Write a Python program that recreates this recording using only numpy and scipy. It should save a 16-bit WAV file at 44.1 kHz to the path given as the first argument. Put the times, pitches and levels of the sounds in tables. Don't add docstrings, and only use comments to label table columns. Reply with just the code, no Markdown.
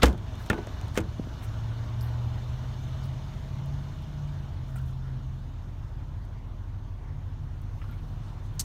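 import sys
import numpy as np
from scipy import signal
from scipy.fft import rfft, irfft, next_fast_len
from scipy.io import wavfile
from scipy.ndimage import uniform_filter1d, map_coordinates

SR = 44100
rng = np.random.default_rng(int(sys.argv[2]) if len(sys.argv) > 2 else 0)


def to_linear_factor(level_db):
    exponent = np.asarray(level_db, float) / 20
    return 10 ** exponent


def pcm_store(signal):
    levels = np.round(np.clip(np.atleast_2d(signal), -1, 1) * 32767)
    wavfile.write(sys.argv[1], SR, levels.astype(np.int16).T)


N = 381244
TIME = np.arange(N) / SR


def unit(x):
    return x / np.sqrt(np.mean(x ** 2) + 1e-20)


def along(points, hz):
    f, db = np.transpose(points)
    return to_linear_factor(np.interp(np.log(hz + 1), np.log(f + 1), db, left=-120, right=-120))


def curves(rows):
    s, *cols = np.transpose(rows)
    return [np.interp(TIME, s, c) for c in cols]


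def wobble(rate_hz):
    coarse = TIME[::8]
    knots = rng.standard_normal(int(N * rate_hz / SR) + 4)
    return np.interp(TIME, coarse, map_coordinates(knots, [coarse * rate_hz]))


def filtered(x, response):
    m = next_fast_len(len(x) + 8192)
    return irfft(rfft(x, m) * response(np.fft.rfftfreq(m, 1 / SR)), m)[:len(x)]


def resonances(peaks, turn=-1):
    def response(f):
        total = 0
        for k, (c, w, db) in enumerate(peaks):
            total = total + turn ** k * to_linear_factor(db) * 1j * f * w / (c * c - f * f + 1j * f * w)
        return total
    return response


def muffled(peaks, edge_hz, turn=-1):
    return lambda f: resonances(peaks, turn)(f) / (1 + 1j * f / edge_hz) ** 4


def rush(spectrum, patchy_db=0.):
    z = signal.stft(rng.standard_normal(N + 512), nperseg=512)[2]
    field = uniform_filter1d(rng.standard_normal(z.shape), size=6, axis=0)
    field = uniform_filter1d(field, size=12, axis=1)
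    noise = signal.istft(z * to_linear_factor(patchy_db * unit(field)), nperseg=512)[1][:N]
    return unit(filtered(noise, lambda hz: along(spectrum, hz)))


def blows(times_s, sizes):
    return np.bincount(np.round(np.asarray(times_s) * SR).astype(int), sizes, N)[:N]


def dying(times_s, dbs, t60s, rise_s=0.0004):
    t = TIME[:SR // 4, None]
    shapes = to_linear_factor(dbs - 60 * t / np.abs(t60s)) * (1 - np.exp(-t / abs(rise_s)))
    where = np.round(np.asarray(times_s) * SR).astype(int) + np.arange(len(t))[:, None]
    return np.sqrt(np.bincount(where.ravel(), shapes.ravel() ** 2, N + SR)[:N])


def add_burst(track, s, envelope, hz, octaves):
    def bell(f):
        dip = 1 - 0.6 * np.exp(-((f - 10500) / 320) ** 2)
        return np.exp(-.5 * (np.log2((f + 1) / hz) / octaves) ** 2) * dip
    noise = unit(filtered(rng.standard_normal(len(envelope)), bell))
    track[round(s * SR):][:len(envelope)] += envelope * noise


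# (time [s], shade [dB])
SHADE_DB = [(0, 3), (.14, -4), (.36, 1), (.84, 1.5), (1.03, -2), (1.44, 0.5), (1.7, -0.5), (2.96, 0),
            (4.11, -2.5), (4.5, -4), (5.32, -6.5), (6.23, -8.5), (6.9, -9), (7.58, -8), (7.9, -6.5),
            (8.64, -6)]


def body_shade():
    return curves(SHADE_DB)[0]


# (time [s], level [dB])
FLOW_DB = [(0, 0.5), (.14, 1.5), (.6, -2), (.96, 2.5), (1.2, -0.5), (3.25, 0), (4.5, -0.5), (6.57, -3),
           (7.03, -5.5), (7.5, -2.5), (8.64, -2.5)]
# (frequency [Hz], density [dB per Hz])
RUMBLE_SPECTRUM = [(14, -65), (27, -40), (38, -13), (65, -0.5), (91, -2.5), (118, -4), (146, -10),
                   (168, -16), (220, -20), (290, -56)]
ROAR_SPECTRUM = [(88, -52), (150, -11), (167, -12.5), (242, -6), (376, -14), (450, -24.5), (580, -70),
                 (990, -120)]
ROAD_SPECTRUM = [(260, -21), (450, -5), (579, -5), (747, -3.5), (798, -5.5), (870, -2), (1150, -6.5),
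                 (1500, -34), (2530, -120)]
TYRE_SPECTRUM = [(680, -28), (1150, -4), (1330, -2), (1460, -2), (1660, -5), (2400, -12), (3120, -18.5),
                 (5280, -120)]


def street():
    shade_db, (flow_db,) = body_shade(), curves(FLOW_DB)
    swell = wobble(2.95)
    rumble = to_linear_factor(-37 + flow_db + 0.18 * wobble(11.0)) * rush(RUMBLE_SPECTRUM, patchy_db=0.2)
    roar = to_linear_factor(-51 + 0.5 * shade_db + 0.36 * swell) * rush(ROAR_SPECTRUM, patchy_db=0.34)
    road = to_linear_factor(-52.5 + 0.72 * shade_db + 1.1 * swell) * rush(ROAD_SPECTRUM, patchy_db=0.64)
    tyres = to_linear_factor(-57 + 0.79 * shade_db + 0.5 * swell) * rush(TYRE_SPECTRUM, patchy_db=2.0)
    return rumble + roar + road + tyres


def drone(hz, rows, unsteady_db, drift_rad):
    db, = curves(rows)
    gate = np.interp(TIME, [rows[0][0] - .2, rows[0][0]], [0, 1])
    phase = 2 * np.pi * np.cumsum(hz) / SR + drift_rad * wobble(4.8)
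    return gate * np.sqrt(2) * to_linear_factor(db + unsteady_db * wobble(11)) * np.sin(phase)


# (time [s], firing rate [Hz])
FIRING_HZ = [(.2, 113), (.9, 101), (1.45, 108.5), (1.7, 112.9), (2, 117), (2.4, 120.5), (2.9, 130.4),
             (3.3, 136.2), (3.7, 139.5), (4.1, 145.6), (4.3, 144), (4.55, 134.2), (4.75, 129), (5.3, 132),
             (6.4, 139.7), (7.1, 141), (8.64, 151.5)]
# (time [s], level [dB])
EXHAUST_DB = [(.2, -47), (1.05, -40), (1.33, -47), (1.45, -34.5), (2.25, -32), (2.75, -37.5), (2.92, -33.5),
              (3.45, -43), (3.68, -34), (4.05, -43), (4.3, -34), (4.55, -45.5), (4.78, -34), (5.3, -37),
              (5.5, -46.5), (6.9, -51), (8.15, -44.5), (8.64, -47)]
# (time [s], level [dB])
AXLE_DB = [(2, -44), (2.4, -42), (2.8, -42.5), (4.3, -43.5), (5.3, -45.5), (6.2, -47), (6.8, -41),
           (7.3, -42), (8.64, -43.5)]


def truck():
    firing_hz, = curves(FIRING_HZ)
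    unsteady_db = np.interp(TIME, [5.3, 5.8], [.7, 3.5])
    exhaust = drone(firing_hz, EXHAUST_DB, unsteady_db, drift_rad=0.25)
    axle = drone(.635 * firing_hz, AXLE_DB, unsteady_db=2.5, drift_rad=1.06)
    return exhaust + axle


# (order of the engine cycle, level [dB])
ORDERS = [(3, -47), (4, -39), (5, -48), (6, -64), (7, -52), (8, -54.5), (10, -57), (12, -64), (17.4, -69)]
# (frequency [Hz], width [Hz], level [dB])
VALVE_COVER = [(2880, 300, -4), (3700, 300, -2), (4240, 160, 2), (5200, 300, -6), (6300, 400, -11)]
# (frequency [Hz], width [Hz], level [dB])
PUMP_MODES = [(630, 55, -3.5), (2326, 29, -9), (2912, 99, -8.5), (3600, 110, -7.5)]
# (frequency [Hz], density [dB per Hz])
HISS_SPECTRUM = [(1060, -22), (1800, -8.5), (2410, -7), (2890, -2.5), (3340, 0), (3510, -4.5), (3930, -3),
                 (4370, -6), (4800, -8), (6390, -7.5), (8000, -20), (10400, -44), (17600, -120)]


def idle():
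    cycle_hz, first_tick_s = 10, .038
    hiss_db = -58 + 1.14 * body_shade()
    lean_db = np.interp(TIME, [0, 4.2, 5.2], [-3, -3, 1.5])
    turns = np.cumsum(cycle_hz * (1 + 0.00444 * wobble(1.527))) / SR
    hum = np.zeros(N)
    for order, db in ORDERS:
        hum += to_linear_factor(db + 0.51 * wobble(2.47)) * np.sin(2 * np.pi * (order * turns + rng.random()))
    beat_s = np.arange(first_tick_s, N / SR, 1 / (4 * cycle_hz))
    size_db = np.where(np.arange(len(beat_s)) % 2, -11, 0) + 1.2 * rng.standard_normal(len(beat_s))
    ticks = unit(filtered(blows(beat_s, to_linear_factor(size_db)), lambda f: resonances(VALVE_COVER)(f) ** 2))
    pump = unit(filtered(rng.standard_normal(N), lambda f: resonances(PUMP_MODES)(f) ** 2))
    breath_db = 1.1 * np.cos(4 * np.pi * cycle_hz * (TIME - first_tick_s))
    bonnet = to_linear_factor(-13.0 - 0.7 * lean_db) * ticks
    bonnet += to_linear_factor(-4.5 - 0.44 * lean_db) * to_linear_factor(1.2 * wobble(3.42)) * pump
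    bonnet += to_linear_factor(breath_db - 1.14) * rush(HISS_SPECTRUM, patchy_db=1.6)
    return to_linear_factor(lean_db) * hum + to_linear_factor(hiss_db) * bonnet


# (frequency [Hz], density [dB per Hz])
AIR_SPECTRUM = [(3820, -26), (6500, -6), (7820, -14), (8480, -5.5), (10500, -12), (12500, -7.5),
                (13800, -11), (15000, -8), (15700, -15)]


def open_air():
    return to_linear_factor(-71.5 + 0.88 * body_shade() + 0.34 * wobble(9.5)) * rush(AIR_SPECTRUM, patchy_db=1.2)


# (time [s], click [dB], latch [dB], click t60 [s])
CONTACT_EVENTS = [(0.018, -49, -33, .04), (0.0225, -36, -26, 0.067), (0.0311, -18.5, -30, 0.043),
                  (0.0312, -29, -20, 0.027), (.043, -39, -42, .05), (0.056, -28, -35, 0.047),
                  (.061, -45, -55, 0.19), (0.4988, -43, -40, .03), (0.499, -32, -29, 0.038),
                  (.5292, -43, -33, .012), (.534, -51, -51, 0.046), (.578, -57, -56, 0.036),
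                  (0.954, -49, -49, 0.12), (.9668, -43, -45, .028), (0.974, -26, -27, 0.016),
                  (.98, -32.5, -37.5, 0.037), (.987, -50, -49, .036), (1.0027, -43, -51, 0.038)]
# (time [s], click [dB], latch [dB])
SPRING_EVENTS = [(0.0831, -31.5, -50), (0.129, -41, -62), (0.1774, -46, -59), (.354, -45, -52),
                 (.462, -39, -47), (0.67, -41, -50), (0.812, -39, -58), (0.881, -41, -61),
                 (0.9637, -33, -54), (1.1284, -56, -62)]
# (frequency [Hz], density [dB per Hz])
CLICK_SPECTRUM = [(2000, -7.5), (3200, -5.5), (4500, -10.5), (6500, -8.5), (8300, -11.5), (10500, -19.5),
                  (14400, -18), (16000, -27)]
# (frequency [Hz], width [Hz], level [dB])
LATCH_MODES = [(675, 140, -6), (870, 66, 1), (1094, 140, 0), (1400, 410, -1), (1710, 150, 3.5),
               (2110, 180, -1), (2490, 220, -0.5), (3180, 650, -2.5), (3700, 410, -9)]


def latch():
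    spring_t60_s = 0.0091
    rows = [(*row, 1.6 * row[-1]) for row in CONTACT_EVENTS]
    rows += [(*row, spring_t60_s, 2.2 * spring_t60_s) for row in SPRING_EVENTS]
    s, click_db, latch_db, click_t60, latch_t60 = np.transpose(rows)
    crackle = unit(to_linear_factor(3.5 * wobble(1100)))
    click = dying(s, click_db + 0.5, click_t60) * crackle * rush(CLICK_SPECTRUM)
    impacts = unit(to_linear_factor(2.5 * wobble(900))) * rng.standard_normal(N)
    steel = muffled(LATCH_MODES, edge_hz=4500)
    rattle = dying(s, latch_db + 6.0, latch_t60 * 1.06, rise_s=0.00065) * impacts
    return click + filtered(rattle, steel) / np.std(filtered(impacts, steel))


# (time [s], level [dB], centre [Hz], t60 [s], width [octaves])
KNOCK_EVENTS = [(.019, -39, 3500, .05, .51), (.022, -29.5, 3880, .12, .39), (.408, -49, 1400, .12, .45),
                (.671, -52, 3000, .03, .7), (2.0096, -46, 5000, .018, .15), (2.0125, -54, 14500, .02, .06),
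                (2.025, -54, 5300, .03, .2), (2.028, -54, 13000, .1, .06), (4.7555, -62, 14000, .07, .2),
                (4.76, -57, 2200, .18, .5), (4.857, -68, 10000, .1, .6), (7.8165, -48, 1900, .03, .55),
                (7.826, -52, 1300, .06, .78), (7.84, -54, 1200, .12, .37), (7.89, -56, 1300, .12, .3),
                (7.911, -62, 12500, .06, .1), (7.92, -55, 1300, .07, .5)]


def knocks():
    out, t = np.zeros(N + SR), TIME[:SR // 8]
    for s, db, hz, t60, octaves in KNOCK_EVENTS:
        add_burst(out, s, to_linear_factor(db - 60 * t / abs(t60)), hz, octaves)
    return out[:N]


# (time [s], dead thud [dB], ringing [dB])
PUSH_EVENTS = [(.024, -37, -28), (0.0314, -26, -17.5), (0.0345, -16, -13), (0.036, -9, -12.5),
               (0.044, -36, -24), (0.0466, -15, -36), (.051, -24, -40), (.064, -25, -25),
               (0.0668, -32, -32), (0.501, -23, -23), (0.506, -32, -25.5), (.511, -32, -23),
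               (0.53, -39, -28), (0.538, -31, -38), (0.579, -30, -36), (0.593, -48, -44), (.672, -46, -39),
               (0.9759, -31, -14), (0.9856, -33, -26.5), (0.9936, -35, -27), (1.004, -35, -42),
               (1.011, -44, -42)]
# (frequency [Hz], width [Hz], level [dB])
PANEL_MODES = [(89, 66, 0), (165, 29, -22), (211, 35, 1.5), (283, 51, 7), (327.5, 24, 15.5), (408, 31, 8),
               (458, 68, 14.5), (550, 76, -3), (640, 43, -10)]
# (frequency [Hz], width [Hz], level [dB])
THUD_MODE = [(180, 310, 0.5)]


def door_skin():
    s, thud_db, ring_db = np.transpose(PUSH_EVENTS)
    thud = filtered(blows(s, -to_linear_factor(thud_db + 37.5)), muffled(THUD_MODE, edge_hz=590))
    ring = filtered(blows(s, -to_linear_factor(ring_db + 35.5)), muffled(PANEL_MODES, edge_hz=760, turn=0.88))
    return thud + ring


# (time [s], level [dB], frequency [Hz], t60 [s])
TAP_EVENTS = [(.0325, -9.5, 696, .03), (.034, -17.5, 1643, .04), (.0375, -16, 477, 0.03),
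              (.0635, -22.5, 290, .16), (.5005, -33, 3870, .022), (.5015, -18, 1785, .035),
              (.5018, -15.5, 1407, 0.03), (.5125, -33, 2150, .03), (.5295, -30, 1250, .02),
              (.535, -43, 1497, 0.46), (.578, -39, 1480, .04), (.58, -44, 1900, .03),
              (.586, -41, 980, 0.026), (.588, -39, 413, .16), (.593, -42, 690, .041),
              (.6712, -45, 1890, .02), (.6716, -45, 1280, .025), (.672, -33.5, 640, .045),
              (.6724, -44, 850, .03), (.9545, -34, 1760, .03), (.966, -45, 3100, .02),
              (.976, -19.5, 323, .17), (.9764, -29, 468, .1), (.985, -41, 303, .1),
              (1.194, -24, 136.2, .03), (1.196, -34, 448, .03), (4.757, -41, 722.5, .03),
              (4.759, -38, 1400, 0.034), (4.76, -51, 1940, .03), (4.7605, -55, 2860, .03),
              (4.777, -45, 1365, .054), (4.798, -51, 1530, .074), (7.8168, -47, 3000, .02),
              (7.8172, -40, 1270, .023), (7.8176, -48, 1750, .02), (7.843, -46, 1200, .03),
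              (7.853, -46, 1060, .03), (7.863, -45, 1450, .02), (7.892, -49, 1390, .06),
              (7.922, -48, 1360, .04), (7.931, -53, 2200, .05)]


def taps():
    out, t = np.zeros(N), TIME[:SR // 8]
    for s, db, hz, t60 in TAP_EVENTS:
        envelope = to_linear_factor(db - 60 * t / abs(t60)) * (1 - np.exp(-t / 0.00082))
        out[round(s * SR):][:len(t)] += envelope * np.sin(2 * np.pi * hz * t)
    return out


# (time [s], level [dB], t60 [s])
SHIVER_EVENTS = [(.036, -20, 0.32), (0.504, -27, 0.27), (.58, -27.5, 0.11), (.976, -29.5, 0.23)]
# (frequency [Hz], density [dB per Hz])
TRIM_SPECTRUM = [(100, -31), (170, -1), (326, -6.5), (817, -18), (915, -18), (1340, -26.5), (1460, -20),
                 (1970, -43), (3320, -47), (5000, -46), (6500, -65), (11000, -120)]


def trim():
    envelope = dying(*np.transpose(SHIVER_EVENTS), rise_s=0.0045)
    return envelope * to_linear_factor(1.5 * wobble(220)) * rush(TRIM_SPECTRUM)


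# (time [s], frequency [Hz], level [dB], rise [s], hold [s])
BOOM_EVENTS = [
    (0.0392, 62.6, -14, 0.003, 0.072),
    (0.501, 87, -16, .003, 0.012),
    (0.973, 87, -25, 0.0056, 0.016),
]


def boom():
    out, t = np.zeros(N), TIME[:SR // 4]
    for s, hz, db, rise, hold in BOOM_EVENTS:
        envelope = to_linear_factor(db) * (1 - np.exp(-t / rise)) * np.exp(-(t / hold) ** 3)
        out[round(s * SR):][:len(t)] += envelope * np.sin(2 * np.pi * hz * t)
    return out


# (centre time [s], length [s], level [dB], centre [Hz], width [octaves])
SCUFF_EVENTS = [(.4, .03, -52, 1650, .12), (.418, .11, -61, 9000, 1.4), (.468, .043, -61.5, 8000, .92),
                (.948, .019, -54, 5000, .92), (.994, .025, -61, 7000, 1.2), (1.435, .08, -56, 2000, .5),
                (1.443, .059, -57, 10000, .6), (1.547, .6, -58, 1420, .23), (2.065, .13, -66, 12000, .6),
                (3.04, .06, -60, 4200, .3), (3.058, .06, -65, 11000, 1.2), (4.7, .12, -71, 9000, 1),
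                (4.763, .02, -61, 13800, .16), (4.766, .03, -58, 8500, .25), (4.786, .04, -62, 7000, 1.1),
                (4.789, .025, -66, 14800, .08), (4.82, .06, -69, 10000, .8), (4.88, .1, -70, 11000, .6),
                (4.91, .025, -70, 10500, .5), (7.838, .14, -68, 2000, .7), (7.88, .65, -75, 11000, .8),
                (7.925, .08, -67, 3400, .3), (8.1, .3, -76, 11000, .7), (8.279, .2, -69, 4970, .85),
                (8.29, .09, -65, 3300, .35), (8.3, .6, -62, 1200, .25), (8.458, .085, -68, 5500, .85),
                (8.562, .05, -74, 9000, 1)]


def scuffs():
    out = np.zeros(N + SR)
    for s, length, db, hz, octaves in SCUFF_EVENTS:
        add_burst(out, s - length / 2, to_linear_factor(db) * np.hanning(round(length * SR)), hz, octaves)
    return out[:N]


# (start [s], end [s], start pitch [Hz], end pitch [Hz], level [dB])
TONE_LINES = [(1, 4.93, 640, 642, -63.5), (1.4, 4.596, 617, 613, -69), (1.2, 4.5, 2902, 2902, -80),
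              (1.2, 5.2, 3596, 3596, -80), (2.4, 5.17, 174, 175, -54.5), (1.6, 2.9, 184, 207, -55.5),
              (2.6, 3.9, 110, 130, -45), (5.5, 8.9, 98, 107, -45), (6.4, 6.3, 300, 231, -56),
              (7.8, 8.5, 243, 228, -58.5)]


def tones():
    out, waver, bend = np.zeros(N), wobble(4), wobble(3)
    for k, (start, end, from_hz, to_hz, db) in enumerate(TONE_LINES):
        t = TIME[round(start * SR):round(end * SR)]
        own = (np.arange(len(t)) + k * SR) % N
        fade = np.clip(np.minimum(t - start, end - t) / 0.21, 0, 1)
        hz = np.interp(t, [start, end], [from_hz, to_hz])
        phase = 2 * np.pi * np.cumsum(hz) / SR + 1.3 * bend[own]
        line = fade * np.sqrt(2) * to_linear_factor(db + 1.3 * waver[own]) * np.sin(phase)
        out[round(start * SR):][:len(t)] += line
    return out


# (time [s], level [dB])
STRAP_EVENTS = [
    (1.197, -19),
    (1.2713, -28.5),
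]


def check_strap():
    s, db = np.transpose(STRAP_EVENTS)
    return filtered(blows(s, -to_linear_factor(db + 40.5)), muffled(THUD_MODE, edge_hz=510))


# (time [s], level [dB])
TICK_EVENTS = [(2.0096, -41), (2.017, -44), (3.038, -48), (3.0554, -54), (3.6581, -49), (4.0208, -54),
               (6.2492, -54), (7.6166, -52), (7.9104, -62), (8.5415, -60), (8.5535, -58.5)]


def ticks():
    out, t = np.zeros(N + SR), TIME[:SR // 8]
    for s, db in TICK_EVENTS:
        add_burst(out, s, to_linear_factor(db - 7.5 - 60 * t / 0.031), hz=11000, octaves=0.99)
    return out[:N]


# (time [s], level [dB])
GRIT_EVENTS = [
    (8.5947, -25.5),
    (8.599, -32.5),
    (8.602, -29),
    (8.608, -32.5),
    (8.639, -52),
]
# (frequency [Hz], density [dB per Hz])
GRIT_SPECTRUM = [(600, -45), (800, -14), (1500, -19), (3500, -15), (4400, -4.5), (5000, -8), (5900, -1.5),
                 (7300, -8.5), (8400, -1.5), (10500, -14), (15000, -13), (16000, -31)]


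def grit():
    envelope = dying(*np.transpose(GRIT_EVENTS), 0.051, rise_s=0.00015)
    return envelope * unit(to_linear_factor(1.4 * wobble(1500))) * rush(GRIT_SPECTRUM)


def scene():
    background = street() + truck() + idle() + open_air() + tones()
    door = latch() + door_skin() + taps() + trim() + boom() + check_strap()
    handling = knocks() + scuffs() + ticks() + grit()
    return (background + door + handling)[None]


def roll_off(x):
    return signal.sosfilt(signal.butter(12, 16540, fs=SR, output="sos"), x)


def record(dry):
    top_hz = 15860
    mix = filtered(dry[0], lambda hz: hz < top_hz)[None]
    return roll_off(mix)


dry = scene()
out = record(dry)
pcm_store(out)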